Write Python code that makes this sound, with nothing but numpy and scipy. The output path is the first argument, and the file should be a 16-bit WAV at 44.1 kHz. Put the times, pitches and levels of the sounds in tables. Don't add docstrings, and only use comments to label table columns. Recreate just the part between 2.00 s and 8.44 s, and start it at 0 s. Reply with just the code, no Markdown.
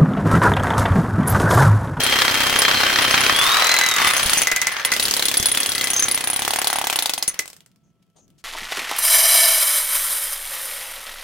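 import sys
import numpy as np
from scipy import signal
from scipy.fft import rfft, irfft
from scipy.io import wavfile
from scipy.ndimage import uniform_filter1d

SR = 44100
rng = np.random.default_rng(int(sys.argv[2]) if len(sys.argv) > 2 else 0)


def convert_level_to_amplitude(level_db):
    exponent = np.asarray(level_db, float) / 20
    return 10 ** exponent


def wrap_up_sound(samples):
    columns = np.atleast_2d(samples).T
    tamed = np.clip(columns, -1, 1)
    steps = np.round(tamed * 32767).astype(np.int16)
    wavfile.write(sys.argv[1], SR, steps)


N = 284004

# (time [s], push into the slab [dB], casing shake [dB], dust and fan [dB])
LEAN = [(0, -31, -25.5, -25.5), (1.33, -29.5, -24, -25), (1.45, -44, -27, -23), (1.62, -46, -23.5, -23.5),
        (1.75, -69.5, -26.5, -35), (1.95, -61.5, -31, -31), (2.03, -41.5, -23.5, -20),
        (2.2, -45.5, -28.5, -23), (2.42, -38.5, -32.5, -20), (2.48, -63, -34.5, -35),
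        (2.8, -52.5, -34.5, -37), (2.9, -37.5, -31.5, -44), (3.0, -39.5, -38, -28), (4.15, -39, -37, -32),
        (5.0, -47, -37.5, -55.5), (5.2, -46, -49, -59), (5.38, -66, -49, -60), (5.75, -100, -99, -79)]
# (frequency [Hz], level [dB per Hz])
RATTLE_SPECTRUM = [(250, -47.5), (450, -12), (1150, -5), (1800, -2), (3800, -7.5), (6000, -13),
                   (8000, -38.5), (13000, -90.5)]


def evened(x):
    return x / np.sqrt(np.mean(x ** 2) + 1e-20)


def read_spectrum(points, hz):
    f, value = np.transpose(points)
    return np.interp(np.log(hz + 1), np.log(f + 1), value)


def add(mix, s, sound):
    part = mix[..., round(s * SR):][..., :sound.shape[-1]]
    part += sound[..., :part.shape[-1]]


def along(rows, order):
    rows = np.array(rows)
    return np.interp(np.arange(N) / SR, rows[:, 0], rows[:, order])


def spells(rows, t, edge_db_per_s):
    levels = []
    for start, end, db in rows:
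        outside = np.maximum(np.maximum(start - t, t - end), 0)
        levels.append(db - edge_db_per_s * outside)
    return np.max(levels, axis=0)


def noise(points):
    # (frequency [Hz], likeness [0-1])
    likeness = [(50, .2), (300, 0.84), (2000, 0.69), (5000, 0.28), (14000, .05)]
    hz = np.fft.rfftfreq(N, 1 / SR)
    a, b = rfft(rng.standard_normal((2, N)))
    same = np.clip(read_spectrum(likeness, hz), 0, 1)
    stereo = np.array([a, same * a + np.sqrt(1 - same ** 2) * b])
    return evened(irfft(stereo * convert_level_to_amplitude(read_spectrum(points, hz)), N))


def resonate(x, hz, width_hz):
    turn = np.exp(2j * np.pi * np.cumsum(hz * np.ones(x.shape[-1])) / SR)
    r = np.exp(-np.pi * width_hz / SR)
    return 2 * (turn * signal.lfilter([1 - r], [1, -r], x / turn)).real


def decays(impulses, seconds):
    return signal.lfilter([1], [1, -np.exp(-1 / (seconds * SR))], impulses)


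def train(rows, db):
    out = np.zeros(N)
    out[(np.array(rows)[:, 0] * SR).astype(int)] = convert_level_to_amplitude(db)
    return out


def piston():
    # (first blow [s], last blow [s], blows [count])
    runs = [(.0034, .9885, 33), (1.017, 1.2355, 8), (1.2654, 1.3253, 3), (1.3612, 1.6216, 11),
            (1.644, 1.8121, 8), (1.8371, 1.9384, 5), (1.9628, 1.9838, 2), (2.0172, 2.0721, 3),
            (2.104, 2.2277, 5), (2.9377, 2.9646, 2), (2.9971, 3.1946, 8), (3.2245, 3.3138, 4),
            (3.3413, 3.485, 6), (3.5159, 3.5473, 2), (3.5728, 3.7189, 6), (3.7499, 4.1748, 15),
            (4.2072, 4.2731, 3), (4.3005, 4.3923, 4), (4.4207, 4.535, 5), (4.5594, 4.8982, 13)]
    # (first blow [s], last blow [s], blows [count])
    coasts = [
        (2.2591, 2.4165, 5),
        (4.9276, 5.2778, 10),
    ]
    # (time [s], crack peak [dB], top chisel ring [dB])
    bite = [(0, -10, -27), (.55, -11.5, -28), (.66, -15.5, -34.5), (.99, -18.5, -33.5),
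            (1.03, -21.5, -23.5), (1.43, -10.5, -22), (1.65, -7.5, -28.5), (1.96, -8.5, -35.5),
            (2.0, -15, -24), (2.35, -6, -18.5), (3.3, -5, -23.5), (3.5, -8.5, -14.5), (3.78, -6.5, -22),
            (3.95, -10.5, -15.5), (4.3, -14.5, -18), (4.42, -7, -20.5), (4.82, -10, -25.5),
            (5.0, -5, -22.5)]
    # (time [s], crack peak [dB], top chisel ring [dB])
    odd_blows = [(0.0348, -9, -14.5), (0.5885, -10, -11), (0.6189, -2, -30.5), (1.1744, -29, -26),
                 (1.7875, -3.5, -38), (2.0724, -6, -15.5), (2.373, -16.5, -13), (2.471, -4, -34),
                 (2.5151, -5, -38), (2.5617, -4, -30), (2.6155, -4.5, -36), (2.6692, -4.5, -29),
                 (2.7178, -21, -24), (2.7667, -28.5, -44.5), (2.7967, -21.5, -52), (2.849, -2.5, -12.5),
                 (2.9176, -5.5, -18), (3.026, -8, -16), (3.254, -4.5, -15.5), (3.3701, -7, -9),
                 (3.457, -3, -10), (3.6904, -12, -14), (3.9941, -8, -14.5), (4.0544, -31.5, -24),
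                 (4.1125, -9, -12), (4.1757, -10.5, -34.5), (4.6712, -3.5, -15), (5.1785, -12, -25),
                 (5.2775, -7.5, -10), (5.391, -5, -38)]
    slowing = 45
    crack_scatter_db, ring_scatter_db, jitter_s = 1.8, 3, .0005

    times = [np.linspace(first, last, count) for first, last, count in runs]
    for first, last, count in coasts:
        span = last - first
        rate = (count - 1) / span + slowing * span / 2
        times.append(first + (rate - np.sqrt(rate ** 2 - 2 * slowing * np.arange(count))) / slowing)
    s = np.concatenate(times)
    at, crack_db, ring_db = np.transpose(bite)
    chance = np.clip(rng.standard_normal((len(s), 3)), -1.5, 1.5)
    crack = np.interp(s, at, crack_db) + crack_scatter_db * chance[:, 0]
    ring = np.interp(s, at, ring_db) + ring_scatter_db * chance[:, 1]
    blows = np.c_[s + jitter_s * chance[:, 2], crack, ring]
    odd = np.array(odd_blows)
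    clear = abs(s[:, None] - odd[:, 0]).min(axis=1) > .01
    blows = np.r_[blows[clear], odd]
    return blows[np.argsort(blows[:, 0])]


def shank(s):
    # (start [s], end [s], level [dB])
    middle_spells = [
        (1.12, 1.23, -42),
        (2.17, 2.19, -37),
        (2.36, 2.42, -33.5),
        (2.91, 2.93, -38),
        (3.92, 4.04, -32.5),
        (5.28, 5.3, -43.5),
    ]
    # (start [s], end [s], level [dB])
    length_spells = [
        (1.18, 1.22, -28.5),
        (1.68, 2.1, -22.5),
        (2.12, 2.15, -26.5),
        (2.35, 2.45, -26.5),
        (2.47, 2.69, -18),
        (2.85, 2.87, -20.5),
        (2.91, 2.93, -18.5),
        (3.75, 3.88, -31),
        (4.0, 4.12, -34.5),
        (5.39, 5.41, -18),
    ]
    edge_db_per_s, middle_rest_db, length_rest_db = 500, -53.5, -40.5
    middle_db = max(spells(middle_spells, s, edge_db_per_s), middle_rest_db)
    length_db = max(spells(length_spells, s, edge_db_per_s), length_rest_db)
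    octave_db = np.interp(s, (1, 2.4), (-25.5, -45))
    return middle_db, length_db, octave_db


def chisel(blows):
    # (frequency [Hz], level [dB], decay t60 [s])
    top_ring = [(9650, -6, 0.07), (9830, -4, 0.08), (13915, -20, .06), (9965, -12, .05)]
    middle_ring = [(6270, 16.5, 0.39), (8100, -21.5, .05)]
    length_ring = [(2020.5, 2.5, 0.11), (2098, -6, .11)]
    octave_ring = [(4170, 0.0046, 0.3)]
    octave_scatter_db = 9

    out = np.zeros((2, N))
    gaps = np.append(np.diff(blows[:, 0]), .03)
    for (s, crack_db, top_db), gap in zip(blows, gaps):
        t = np.arange(round(min(gap, .06) * SR)) / SR
        free_s = min(gap * rng.uniform(.3, .7), .022)
        edge = np.clip(t / 0.0026, 0, 1) * np.clip((t[-1] - t) / .002, 0, 1)
        choked_db = -1700 * np.maximum(t - free_s, 0)
        top_db -= 5.8 * max(crack_db - 13.0 - top_db, 0)
        middle_db, length_db, octave_db = shank(s + .01)
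        octave_db -= octave_scatter_db * 2 * (rng.random() - .3)
        groups = [(top_ring, top_db + 4.0), (middle_ring, middle_db + 0.1),
                  (length_ring, length_db + 2.5), (octave_ring, octave_db - 1.5)]
        for modes, ring_db in groups:
            if modes is length_ring and s == blows[-1, 0]:
                ring_db = ring_db - 1200 * t
            for hz, db, t60 in modes:
                phase, apart, share, load = rng.random(4)
                hz *= 1 + 0.011 * (load - .5)
                spread = .5 * (apart - .5) * min(hz / 4000, 1.8)
                turn = 2 * np.pi * (hz * t + phase + np.array([[0], [spread]]))
                level_db = ring_db + db + 6 * (share - .5) - 60 * t / t60 + choked_db * (hz > 5000)
                add(out, s, convert_level_to_amplitude(level_db) * edge * np.sin(turn))
    scuffed = 1 + 0.58 * evened(uniform_filter1d(rng.standard_normal(N), 40))
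    return out * scuffed


def lifted():
    starts_db, leaves_db = -47, -51
    return np.clip((along(LEAN, order=1) - starts_db) / (leaves_db - starts_db), 0, 1)


def loose_db():
    # (start [s], end [s], knock [dB])
    loose_block = [
        (4.55, 4.85, -32.5),
        (4.85, 5.2, -36.5),
    ]
    t = np.arange(N) / SR
    return spells(loose_block, t, 28) - 150 * np.maximum(t - loose_block[-1][1], 0)


def crack_hz(blows):
    seated_hz, lifted_hz, block_hz = 3700, 6400, 2800
    on_block = np.clip((loose_db() + 47) / 9, 0, 1)
    seated = seated_hz + (block_hz - seated_hz) * on_block
    scatter = np.exp(.22 * rng.standard_normal(len(blows) + 1))
    seated = seated * scatter[np.searchsorted(blows[:, 0], np.arange(N) / SR)]
    return seated + (lifted_hz - seated) * lifted()


def cracks(blows):
    # (frequency [Hz], level [dB per Hz])
    crack_spectrum = [(180, -45), (300, -10.5), (2000, -13), (2650, -11), (3350, -6), (8790, -5),
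                      (10000, -6), (16000, -10.5)]
    hits, raw = train(blows, blows[:, 1]), noise(crack_spectrum)
    late_s, weak_db = rng.uniform([.003, 10], [.008, 22], (len(blows), 2)).T
    rebounds = train(blows + late_s[:, None], blows[:, 1] - weak_db)
    hz = crack_hz(blows)
    coloured = raw + 1.8 * evened(resonate(resonate(raw, hz, 2300), hz, 1900))
    coloured /= np.sqrt(uniform_filter1d(coloured ** 2, 90))
    burst = decays(decays(hits + rebounds, .0011), .0005) / 22
    grit = raw * decays(decays(hits, 0.011), 0.0013) / 44
    return convert_level_to_amplitude(-2.0) * coloured * burst + convert_level_to_amplitude(-17.5) * grit


def slab(blows):
    # (frequency [Hz], width [Hz], level [dB])
    floor_modes = [
        (120, 50, 0),
        (249, 26, 2),
        (339, 12, -7),
        (60, 30, -11),
    ]
    block_under_shake_db, block_lift_db = -26, -22.5
    hits = train(blows, rng.uniform(-2.5, 2.5, len(blows)))
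    thump = sum(convert_level_to_amplitude(db) * resonate(hits, hz, width) / width for hz, width, db in floor_modes)
    rumble = noise([(20, -11), (250, -10.0), (500, -2.0), (900, -17)])
    floor = 0.58 * evened(thump) + 0.83 * rumble
    block = resonate(resonate(hits, 783, 300), 820, 490)
    shaken_db = along(LEAN, order=2) + block_under_shake_db + block_lift_db * lifted()
    block_db = np.maximum(shaken_db, loose_db())
    return convert_level_to_amplitude(along(LEAN, order=1)) * floor + convert_level_to_amplitude(block_db) * evened(block)


def casing(blows):
    # (frequency [Hz], level [dB per Hz])
    hiss_spectrum = [(1470, -12), (2500, -6), (3260, -0.5), (3890, -14.5), (4240, -7.5), (16000, -15)]
    shake = 1.5 + evened(decays(train(blows, 0 * blows[:, 0]), .004))
    struck = rng.random(N) < 500 / SR
    knocks = convert_level_to_amplitude(4 * np.minimum(rng.exponential(1, N), 2.5)) * struck
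    chatter = evened(noise(RATTLE_SPECTRUM) * (0.8 + evened(decays(knocks, 0.002))) * shake)
    hiss = noise(hiss_spectrum) * (0.46 + 0.43 * evened(decays(knocks, 0.001)))
    return convert_level_to_amplitude(along(LEAN, order=2) + 5.0) * chatter + convert_level_to_amplitude(along(LEAN, order=3)) * hiss


def gears():
    # (time [s], frequency [Hz], level [dB])
    whine = [(0, 3195, -28.5), (1.15, 3152, -28.5), (1.33, 3198, -25.5), (1.53, 3793, -24.5),
             (1.74, 4150, -28), (2.01, 3630, -31.5), (2.1, 3570, -31.5), (2.2, 3210, -62),
             (2.95, 3200, -59.5), (3.25, 3440, -40), (3.54, 3385, -37), (3.87, 3240, -39.5),
             (4.25, 3194, -53), (4.45, 3330, -47), (4.9, 3320, -50.5), (5.2, 2480, -120)]
    pitch_wobble, level_wobble = evened(uniform_filter1d(rng.standard_normal((2, N)), 700))
    turn = 2 * np.pi * np.cumsum(along(whine, order=1) + 22 * pitch_wobble) / SR
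    level_db = along(whine, order=2) + 4.0 + 3 * level_wobble
    return convert_level_to_amplitude(level_db) * np.sin(turn + np.array([[0], [.6]]))


def walls(x, t60=.2):
    length = SR // 2
    taps = np.zeros((2, length))
    slots = np.arange(300, length - 20, 20)
    at = slots + rng.integers(0, 20, (2, len(slots)))
    np.put_along_axis(taps, at, rng.choice([-1., 1.], at.shape), 1)
    tail = signal.lfilter([1], [1, -.75], taps * convert_level_to_amplitude(-60 * np.arange(length) / SR / t60))
    return signal.fftconvolve(x, tail / np.linalg.norm(tail[0]), axes=1)[:, :N]


def site():
    # (frequency [Hz], level [dB per Hz])
    site_spectrum = [(15, -60), (30, -26), (175, -1.5), (242, -12), (600, -27), (1330, -35), (3000, -40),
                     (16000, -53.5)]
    # (frequency [Hz], level [dB rms])
    hum = [
        (672.9, -85.5),
        (1324, -82.5),
    ]
    t = np.arange(N) / SR
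    tones = sum(convert_level_to_amplitude(db) * np.sqrt(2) * np.sin(2 * np.pi * hz * t) for hz, db in hum)
    throb = 1 + 0.24 * evened(uniform_filter1d(rng.standard_normal(N), 900))
    return convert_level_to_amplitude(-64) * noise(site_spectrum) * throb + tones


def small_sounds():
    # (time [s], peak [dB], centre [Hz])
    ticks = [(5.343, -20, 2093), (5.4054, -25, 7920), (5.4215, -28, 7950), (5.457, -24, 8170),
             (5.4783, -21, 8150), (5.501, -29, 5400), (5.5307, -27, 7900), (5.5652, -31.5, 7990),
             (5.6057, -35.5, 3200), (5.6613, -37.5, 7980), (5.7154, -51, 3420), (5.7602, -49, 5080),
             (6.0272, -54, 2790), (6.0654, -66, 3210), (6.1002, -57, 3080), (6.2799, -49, 6300),
             (6.3026, -47, 3070)]
    # (time [s], length [s], level [dB], centre [Hz], width [Hz])
    scrapes = [
        (6.157, .11, -60, 6460, 900),
        (6.156, 0.054, -67, 8700, 1200),
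        (6.152, 0.065, -59.5, 570, 600),
        (6.157, .06, -65.5, 3700, 2500),
        (6.378, 0.045, -59, 5300, 6400),
        (2.7, 0.16, -30.5, 1750, 430),
        (4.3, .22, -50, 4000, 120),
        (6.2, .2, -60.5, 160, 210),
        (6.022, 0.018, -68, 4200, 6000),
        (5.83, .09, -75, 6300, 1080),
    ]
    # (time [s], level [dB], frequency [Hz])
    knocks = [
        (2.255, -19, 44),
        (2.261, -20, 140),
        (1.47, -32.5, 35),
        (1.8, -43, 40),
        (2.53, -32, 30),
        (5.28, -18, 420),
        (1.3, -23, 260),
        (3.4, -13.5, 120),
    ]
    out, t = np.zeros((2, N)), np.arange(3000) / SR
    grit = noise([(1500, -6), (5000, -2.5), (15000, -6.5)])
    for s, db, hz in ticks:
        burst = grit[:, round(s * SR):][:, :len(t)] * (np.exp(-t / 0.0016) + 0.21 * np.exp(-t / 0.017))
        add(out, s, convert_level_to_amplitude(db - 9.5) * (burst + 1.55 * resonate(burst, hz, 900)))
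    for s, length, db, hz, width in scrapes:
        raw = rng.standard_normal((2, round(length * SR)))
        body = evened(resonate(resonate(raw + raw[0], hz, width), hz, width)) + 0.12 * raw
        fade = signal.windows.tukey(raw.shape[1], .3) * np.linspace(1, .4, raw.shape[1])
        add(out, s, convert_level_to_amplitude(db) * body * fade)
    for s, db, hz in knocks:
        add(out, s, convert_level_to_amplitude(db) * np.sin(2 * np.pi * hz * t) * np.exp(-t * hz / 0.28) * np.ones((2, 1)))
    return out


def panel():
    # (start [s], end [s], level [dB])
    wrenches = [
        (1.47, 1.58, -22.5),
        (1.98, 2.1, -27),
    ]
    hz, width_hz, edge_db_per_s = 1160, 420, 88.5
    boom = evened(resonate(resonate(noise(RATTLE_SPECTRUM), hz, width_hz), hz, width_hz))
    return convert_level_to_amplitude(spells(wrenches, np.arange(N) / SR, edge_db_per_s)) * boom


def scene():
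    blows = piston()
    near = chisel(blows) + cracks(blows) + slab(blows) + casing(blows)
    near = near + panel() + gears() + small_sounds()
    balance = convert_level_to_amplitude([[.4], [-.4]])
    return (near + convert_level_to_amplitude(-14.5) * walls(near)) * balance + site()


def roll_off(x):
    return signal.sosfilt(signal.butter(12, 17030, fs=SR, output="sos"), x)


def record(dry):
    soft = 1.15 * np.tanh(dry / 1.05)
    lowpass = signal.firwin(511, 16000, window=("kaiser", 9), fs=SR)
    mix = signal.oaconvolve(soft, lowpass[None], "same")
    return roll_off(mix)


dry = scene()
out = record(dry)
wrap_up_sound(out)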